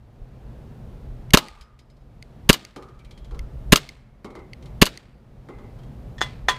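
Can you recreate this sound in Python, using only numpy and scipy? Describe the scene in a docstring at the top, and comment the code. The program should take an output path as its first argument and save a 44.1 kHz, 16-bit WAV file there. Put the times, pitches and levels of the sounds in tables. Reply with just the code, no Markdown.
"""Airsoft pistol and drink cans

A gas blowback pistol fires four times at cans on a car's hood in a concrete yard. Each shot is a quick
run of metal blows and two puffs of gas that overload the close microphone; the pellet lands a moment
later. Struck cans tumble over the hood and two drop to the ground. Gain control ducks the wind and
distant traffic after every shot."""
import sys
import numpy as np
from scipy import signal
from scipy.fft import rfft, irfft
from scipy.io import wavfile

SR = 44100
rng = np.random.default_rng(int(sys.argv[2]) if len(sys.argv) > 2 else 0)


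def bounce(signal):
    """Save signal as a 16-bit WAV file at the path given by the first command-line argument."""
    frames = np.transpose(np.atleast_2d(signal))
    limited = np.clip(frames, -1, 1)
    pcm = np.round(limited * 32767).astype(np.int16)
    wavfile.write(sys.argv[1], SR, pcm)


N = 290178
TIME = np.arange(N) / SR


def from_db(db):
    """Decibels to gain."""
    return 10 ** (np.asarray(db) / 20)


def rms_one(x):
    """Scale to unit rms."""
    return x / np.sqrt(np.mean(x ** 2) + 1e-20)


def at_hz(points, hz, column=1):
    """Read a table's column on a log-frequency axis."""
    points = np.array(points)
    return np.interp(np.log(hz + 1e-9), np.log(points[:, 0]), points[:, column])


def butter(x, hz, kind, order=2):
    """Causal Butterworth filter."""
    return signal.sosfilt(signal.butter(order, hz, kind, fs=SR, output="sos"), x + 1e-18)


def lagged(x, seconds):
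    """One-pole smoothing with a given time constant."""
    keep = np.exp(-1 / (seconds * SR))
    return signal.lfilter([1 - keep], [1, -keep], x + 1e-18)


def noise(spectrum):
    """Steady noise of a given colour, rms 1."""
    colour = from_db(at_hz(spectrum, np.fft.rfftfreq(N, 1 / SR)))
    return rms_one(irfft(rfft(rng.standard_normal(N)) * colour, N))


def wander(hz):
    """Random drift slower than the given rate, rms 1."""
    return rms_one(butter(rng.standard_normal(N), hz, "low"))


def humps(rows):
    """Bell-shaped rises of level (s, half-length s, dB), summed in dB."""
    return sum(db * np.exp(-((TIME - s) / half) ** 2) for s, half, db in rows)


def clicks(rows):
    """Single clean impacts (s, dB)."""
    out = np.zeros(N)
    for s, db in rows:
        out[int(s * SR)] += from_db(db)
    return out


def bursts(rows):
    """Chattering contacts (s, dB, t60 s): noise that starts at once and dies away."""
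    power = np.zeros(N)
    for s, db, t60 in rows:
        at = max(int(s * SR), 0)
        age = TIME[:min(N - at, SR // 2)]
        power[at:at + len(age)] += from_db(db) ** 2 * np.exp(-2 * np.log(1000) * age / t60)
    return np.sqrt(power) * rng.choice([-1, 1], N)


def body(x, resonances):
    """Parallel resonances (Hz, width Hz, dB) of alternating sign that keep the power of white noise."""
    click, response = signal.unit_impulse(SR // 4), 0
    for k, (hz, width_hz, db) in enumerate(resonances):
        r = np.exp(-np.pi * width_hz / SR)
        poles = [1, -2 * r * np.cos(2 * np.pi * hz / SR), r * r]
        mode = signal.lfilter([1, 0, -1], poles, click + 1e-18)
        response = response + (-1) ** k * from_db(db) * (1 - r * r) * mode
    return signal.oaconvolve(x, response / np.linalg.norm(response))[:N]


# The colours of far engines and of tyres. Each row: frequency in Hz, relative level in dB.
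ENGINE_SPECTRUM = [(30, -16.5), (62, 2.5), (85, -7.5), (125, 4.5), (175, -9), (225, -6.5), (300, -18),
                   (600, -21.5), (2000, -54.5)]
TYRE_SPECTRUM = [(100, -7), (370, 2.5), (700, -1.5), (1100, -8), (2000, -15), (4000, -21.5), (8000, -32.5),
                 (15000, -38)]
# Swells in the drone. Each row: peak time in seconds, half-length in seconds, rise in dB.
TRAFFIC_SWELLS = [(.85, .35, 3.5), (3.75, .2, 6), (4.8, .3, 4.5), (6.1, .45, 5)]


def traffic(drone_db=-43.5, hiss_db=-53.5):
    """Far traffic: a low drone that swells and fades under steady tyre hiss."""
    drone = from_db(drone_db + humps(TRAFFIC_SWELLS)) * noise(ENGINE_SPECTRUM)
    return drone + from_db(hiss_db) * noise(TYRE_SPECTRUM)


# The colour of the wind rumble. Each row: frequency in Hz, relative level in dB.
WIND_SPECTRUM = [(10, -22.5), (28, 4), (55, 3.5), (90, -12.5), (200, -25), (800, -71)]
# Gusts. 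Each row: peak time in seconds, half-length in seconds, rise in dB.
WIND_GUSTS = [(1.35, .35, 6), (2.45, .1, 6), (3.3, .2, 8), (3.7, 0.24, 11.5), (6.55, 0.27, 1.5)]


def wind(level_db=-44, eddy_db=3.0, eddy_hz=13.0):
    """Wind buffets the microphone in gusts, made lumpy by eddies."""
    eddies = eddy_db * wander(eddy_hz)
    return from_db(level_db + humps(WIND_GUSTS) + eddies) * noise(WIND_SPECTRUM)


# The yard's reverb. Each row: frequency in Hz, level in dB, t60 in seconds.
YARD_REVERB = [(100, -1.5, 0.47), (400, 2, 0.29), (1100, -8.5, 0.94), (3000, -0.5, 0.45),
               (6000, -6.5, 0.44), (14000, -16, .56)]


def yard(x, build_s=.009, uneven_db=2.1, uneven_hz=160.0):
    """Scatter from cars and walls: each band builds up, then dies in uneven clusters of echoes."""
    edges = np.geomspace(60, 16000, 10)
    white, out = rng.standard_normal((2, N)), 0
    for k, (low, high) in enumerate(zip(edges, edges[1:])):
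        hz = np.sqrt(low * high)
        t60 = at_hz(YARD_REVERB, hz, column=2)
        power = lagged(butter(x, [low, high], "band") ** 2, build_s)
        power = lagged(power, t60 / (2 * np.log(1000)))
        wash = rms_one(butter(white[k % 2], [low, high], "band"))
        out = out + from_db(at_hz(YARD_REVERB, hz)) * np.sqrt(power) * wash
    return out * from_db(uneven_db * wander(uneven_hz))


# Cans hitting concrete. Each row: start in seconds, ring level in dB, knock level in dB,
# how early the rim touches in seconds, brightness of the ring in dB per octave.
CAN_DROPS = [(6.1821, -43, -42, 0.00104, 2), (6.2146, -20.5, -4.5, .006, 2.5),
             (6.4851, -12.5, -1.5, 0.00153, -4)]


def landings(rim_ring_db=-9.0, rim_knock_db=-13.5, rebound_s=.0068, ring_loss_db=6.5,
             knock_loss_db=19.5, count=3):
    """A can touches rim first, lands on its base and rebounds: rows of (s, ring dB, knock dB, tilt)."""
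    contacts = []
    for s, ring, knock, lead, tilt in CAN_DROPS:
        contacts.append((s - lead, ring + rim_ring_db, knock + rim_knock_db, tilt))
        for k in range(count):
            contacts.append((s + k * rebound_s, ring - k * ring_loss_db, knock - k * knock_loss_db, tilt))
    return contacts


# The ring of a can's shell. Each row: pitch in Hz, level in dB, t60 in seconds.
SHELL_MODES = [(438, -29, 0.79), (760, -28, 0.28), (1010, -9, 0.19), (1180, -13, 0.12), (1600, -18, 0.11),
               (1823, 4.5, 0.044), (2030, -8.5, 0.22), (2966, -20.5, .13), (3265, -13, 0.22),
               (3240, -9, 0.091), (3350, -7.5, 0.18), (3414, -4, 0.12), (3506, 1, 0.067), (4170, -29, 0.13),
               (5100, -10, 0.05), (5370, -13, 0.079), (6400, -8, 0.031), (7000, -10, 0.035)]
# The knock of a can's base buckling. Each row: centre in Hz, width in Hz, level in dB.
BASE_KNOCK = [(356, 130, -1.5), (770, 200, 2.5), (1150, 330, 3), (1497, 310, 6.5), (1930, 240, 5.5)]


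def falling_cans(shell_db=-6.5, scrape_db=-5.0, scrape_t60=0.097, knock_db=14.5,
                 rumble_db=-10.0, rumble_t60=0.19, pivot_hz=2000, uneven_db=3.4):
    """A hollow knock, a gritty scrape, a skidding rumble, and a shell that rings anew at each contact."""
    contacts = landings()
    ring, age = np.zeros(N + SR), TIME[:SR // 2]
    hz, mode_db, t60 = np.array(SHELL_MODES).T[:, :, None]
    modes = from_db(mode_db) * np.exp(-np.log(1000) * age / t60) * np.sin(2 * np.pi * hz * age)
    octaves = np.log2(hz[:, 0] / pivot_hz)
    for s, db, _, tilt in contacts:
        strengths = from_db(db + shell_db + tilt * octaves + rng.normal(0, uneven_db, len(modes)))
        strengths *= rng.choice([-1, 1], len(modes))
        at = int(s * SR)
        ring[at:at + len(age)] += strengths @ modes
    scrape = body(bursts([(s, db + scrape_db, scrape_t60) for s, db, *_ in contacts]), WALL_CRACK)
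    rumble = bursts([(s, db + rumble_db, rumble_t60) for s, db, *_ in contacts])
    knock = body(clicks([(s, db + knock_db) for s, _, db, _ in contacts]) + rumble, BASE_KNOCK)
    return ring[:N] + butter(scrape, 5400, "low", order=1) + butter(knock, 1880, "low")


# A can's thin rim and the sheet-metal hood. Each row: centre in Hz, width in Hz, level in dB.
RIM_TICK = [(2180, 360, 0), (3110, 230, 2.5), (3860, 790, 0.5), (5650, 5400, -9), (11700, 6900, -18)]
HOOD_DRUM = [(218, 110, -1), (383, 41, 3.5), (460, 34, 1), (620, 140, -9.5), (800, 74, -5.5),
             (1180, 220, -10), (1530, 180, -21)]
# Runs of contacts on the hood; gaps shrink when a can bounces and hold when it rolls.
# Each row: start in seconds, number of contacts, first gap in seconds, ratio of each gap to the last,
# loss per contact in dB, tick level in dB, thud level in dB, ring pitch in Hz, ring level in dB.
HOOD_TUMBLES = [(1.572, 2, .07, 1, 13, -58, -56, 1224, -41.5),
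                (1.610, 5, 0.18, 0.61, 8, -33, -56, 5050, -44),
                (2.761, 4, .063, .98, 9, -32, -23, 1230, -38.5),
                (2.991, 2, 0.056, 1, -0.5, -47.5, -57, 2320, -55),
                (3.109, 3, .067, 1.04, 3.5, -42.5, -46, 3270, -53.5),
                (3.310, 2, 0.036, 1, 1, -51, -39, 1324, -56),
                (4.245, 2, 0.059, 1, 13, -35.5, -22.5, 2150, -43.5),
                (4.352, 2, .038, 1, 10.5, -41, -25.5, 2060, -45.5),
                (4.625, 2, 0.032, 1, -3.5, -50.5, -48, 2110, -67),
                (5.487, 3, 0.098, .55, 7.5, -50.5, -30.5, 2047, -49.5),
                (5.787, 2, .046, 1, 0.5, -56, -50, 3250, -64)]


def tumbling_cans(tick_db=-2.5, thud_db=-4.5, knock_db=13.0, ring_db=-1.5, tick_t60=0.087,
                  thud_t60=0.29, ring_cycles=900.0, ring_width_hz=80.0, uneven_db=0.5):
    """At each contact a can knocks, ticks with its rim, drums the hood and rings at its run's pitch."""
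    ticks, thuds, rings = [], [], 0
    for s, count, gap, ratio, loss_db, tick, thud, hz, ring in HOOD_TUMBLES:
        contacts = []
        for k in range(count):
            contacts.append((s, rng.normal(0, uneven_db) - k * loss_db))
            s += gap * ratio ** k
        ticks += [(at, db + tick + tick_db, tick_t60) for at, db in contacts]
        thuds += [(at, db + thud + thud_db, thud_t60) for at, db in contacts]
        shiver = bursts([(at, db + ring + ring_db, ring_cycles / hz) for at, db in contacts])
        rings = rings + body(shiver, [(hz, ring_width_hz, 0)])
    knocks = body(clicks([(at, db + knock_db) for at, db, _ in thuds]), BASE_KNOCK)
    rims = body(bursts(ticks), RIM_TICK)
    hood = body(bursts(thuds), HOOD_DRUM)
    return rims + butter(hood + knocks, 2600, "low") + rings


# A can wall's bright crack and hollow dent. Each row: centre in Hz, width in Hz, level in dB.
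WALL_CRACK = [(2240, 300, -2.5), (2900, 490, 3.5), (4200, 800, 1.5), (6300, 900, -1), (8300, 1500, -6.5),
              (13200, 4000, -13)]
WALL_DENT = [(320, 160, -3), (670, 150, -5.5), (910, 150, -5.5), (1260, 170, -1.5)]
# Pellets landing. Each row: start in seconds, crack level in dB, dent level in dB,
# pitch of the struck can in Hz, ring level in dB.
PELLET_HITS = [(1.3724, 4, 9, 1230, -45), (2.5292, -2.5, -14.5, 1230, -44), (3.7580, 2.5, -5.5, 2170, -45),
               (4.8551, -9.5, -31, 4700, -54.5)]


def pellets(crack_t60=0.032, dent_t60=0.02, pop_db=9.0, wall_db=-31.0, wall_t60=0.45,
            ring_t60=.8, ring_width_hz=40.0):
    """A pellet cracks on a can and leaves it ringing; a square hit pops a dent and shakes the wall."""
    crack = body(bursts([(s, db, crack_t60) for s, db, *_ in PELLET_HITS]), WALL_CRACK)
    dents = [(s, db) for s, _, db, *_ in PELLET_HITS]
    pops = clicks([(s, db + pop_db) for s, db in dents])
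    dent = body(pops + bursts([(s, db, dent_t60) for s, db in dents]), WALL_DENT)
    shake = bursts([(s, db + wall_db, wall_t60) for s, db in dents])
    wall = body(shake, [(850, 50, -3), (1230, 45, 0.5)])
    ring = sum(body(bursts([(s, db, ring_t60)]), [(hz, ring_width_hz, 0)])
               for s, _, _, hz, db in PELLET_HITS)
    return crack + dent + wall + ring


# The click of the trigger linkage. Each row: centre in Hz, width in Hz, level in dB.
LINKAGE_CLICK = [(2100, 130, 11), (3030, 340, -0.5), (4470, 500, 3.5), (6500, 830, -8), (8650, 900, -9.5),
                 (13000, 700, -20.5)]
# One pull per shot. Each row: take-up time in seconds, its level in dB,
# reset delay after the shot in seconds, its level in dB.
TRIGGER_PULLS = [(1.306, -24.5, 0.15, -12), (2.2252, -26, 0.16, -14), (3.392, -26, .170, -13),
                 (4.533, -27, 0.16, -14)]


def trigger(level_db=-2.0, t60=0.0075, bounce_s=0.0018, bounce_db=-8.0):
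    """The trigger clicks on take-up before a shot and on reset after it, each with a quick bounce."""
    take_ups = [(s, db) for s, db, *_ in TRIGGER_PULLS]
    resets = [(s + delay, db) for (s, _), (*_, delay, db) in zip(PISTOL_SHOTS, TRIGGER_PULLS)]
    bounces = [(s + bounce_s, db + bounce_db) for s, db in take_ups + resets]
    force = bursts([(s, db, t60) for s, db in take_ups + resets + bounces])
    return from_db(level_db) * butter(body(force, LINKAGE_CLICK), 1400, "high")


# The pistol's hollow grip. Each row: centre in Hz, width in Hz, level in dB.
GRIP_THUMP = [(245, 150, -3.5), (415.3, 130, -1.5), (590, 62, 2.5)]


def recoil(stop_s=.0137, stop_db=7.5, close_s=.0557):
    """The slide thumps the hollow grip at its rear stop and again as it closes."""
    stops = clicks([(s + stop_s, db + stop_db) for s, db in PISTOL_SHOTS])
    closings = clicks([(s + close_s, db) for s, db in PISTOL_SHOTS])
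    return body(stops + closings, GRIP_THUMP)


# The clack of slide and frame. Each row: centre in Hz, width in Hz, level in dB.
FRAME_CLACK = [(970, 190, -0.5), (1180, 77, 1.5), (1343, 91, 1.5), (1640, 240, 2.5), (2120, 400, -0.5),
               (2900, 350, 1.5), (3900, 650, -2), (4850, 600, -5), (6400, 900, -9.5), (8400, 1600, -14),
               (12000, 4100, -16.5)]
# The blows within a shot: sear, hammer swing, hammer on valve, gas rush, muzzle crack, gas spill,
# slide at its rear stop, feed, slide closing. Each row: delay in seconds, level in dB, t60 in seconds.
BLOWBACK_CYCLE = [(.0002, -16.5, 0.033), (.0012, -8.5, .03), (.0027, 5.5, 0.008), (.0050, -5, .02),
                  (.0078, 9.5, .006), (.0100, -3.5, .005), (0.0124, 3.5, .02), (0.0494, -5.5, 0.038),
                  (.0557, -11.5, 0.021)]
# The four shots. Each row: start in seconds, level in dB.
PISTOL_SHOTS = [(1.334, 2.5), (2.490, -1.5), (3.7204, 0.5), (4.8142, -2)]


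def action(alike=0.75, spring_db=-16.0, spring_t60=.1, rattle_db=-20.5, rattle_t60=0.082, grip_db=-13.5):
    """Nearly the same blows hit the frame each shot; the spring buzzes and the closed slide rattles."""
    repeated = signal.oaconvolve(clicks(PISTOL_SHOTS), bursts(BLOWBACK_CYCLE)[:SR // 4])[:N]
    varied = bursts([(s + delay, db + blow_db, t60)
                     for s, db in PISTOL_SHOTS for delay, blow_db, t60 in BLOWBACK_CYCLE])
    spring = bursts([(s + 0.019, db + spring_db, spring_t60) for s, db in PISTOL_SHOTS])
    rattle = bursts([(s + .058, db + rattle_db, rattle_t60) for s, db in PISTOL_SHOTS])
    force = np.sqrt(alike) * repeated + np.sqrt(1 - alike) * varied + spring + rattle
    clack = butter(body(force, FRAME_CLACK), 620, "high")
    return clack + from_db(grip_db) * body(force, GRIP_THUMP)


def puffs(delay_s, width_s):
    """One bell-shaped pressure pulse in every shot."""
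    return sum(from_db(db) * np.exp(-np.minimum(((TIME - s - delay_s) / width_s) ** 2, 50))
               for s, db in PISTOL_SHOTS)


def gas(vent_db=4.0, blast_db=10.5, ground_db=-20.0, ground_delay_s=.0072):
    """The valve vents a slow puff; the muzzle blast pushes, pulls, then returns off the concrete."""
    vent = -from_db(vent_db) * puffs(delay_s=.0065, width_s=.0014)
    push = puffs(delay_s=.0099, width_s=.0006)
    pull = puffs(delay_s=.0111, width_s=.001)
    blast = from_db(blast_db) * (push - 0.95 * pull)
    slap = from_db(ground_db) * np.interp(TIME - ground_delay_s, TIME, blast)
    return vent + blast + slap


def scene():
    """The pistol is at arm's length; the tumbling and falling cans are farther off and a touch wetter."""
    pistol = action() + gas() + recoil() + trigger()
    cans = tumbling_cans() + falling_cans()
    hits = pellets()
    reverb = yard(from_db(-19.5) * (pistol + hits) + from_db(-18.5) * cans)
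    return (pistol + hits + cans + reverb + wind() + traffic())[None]


def gain_control(x, threshold_db=-11.5, release_db_per_s=14.5, attack_s=0.02, start_cut_db=7.0):
    """Loud sound ducks the gain, too late for the shot itself; it starts low and always creeps back."""
    level_db = 10 * np.log10(lagged(x ** 2, 0.011))
    excess_db = np.maximum(level_db - threshold_db, 0)
    creep = release_db_per_s * TIME
    held_db = np.maximum.accumulate(np.maximum(excess_db + creep, start_cut_db), axis=-1)
    cut_db = held_db - creep
    return x * from_db(-start_cut_db - lagged(cut_db - start_cut_db, attack_s))


def record(dry):
    """Bass roll-off that swings back after each puff, gain control, overload and a steep top cut."""
    cutoff_hz = 15400
    trimmed = butter(butter(dry, 20, "high"), cutoff_hz, "low", order=6)
    levelled = gain_control(trimmed)
    overloaded = .92 * levelled / (1 + levelled ** 4) ** (1 / 4)
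    return butter(overloaded, cutoff_hz, "low", order=20)


dry = scene()
out = record(dry)
bounce(out)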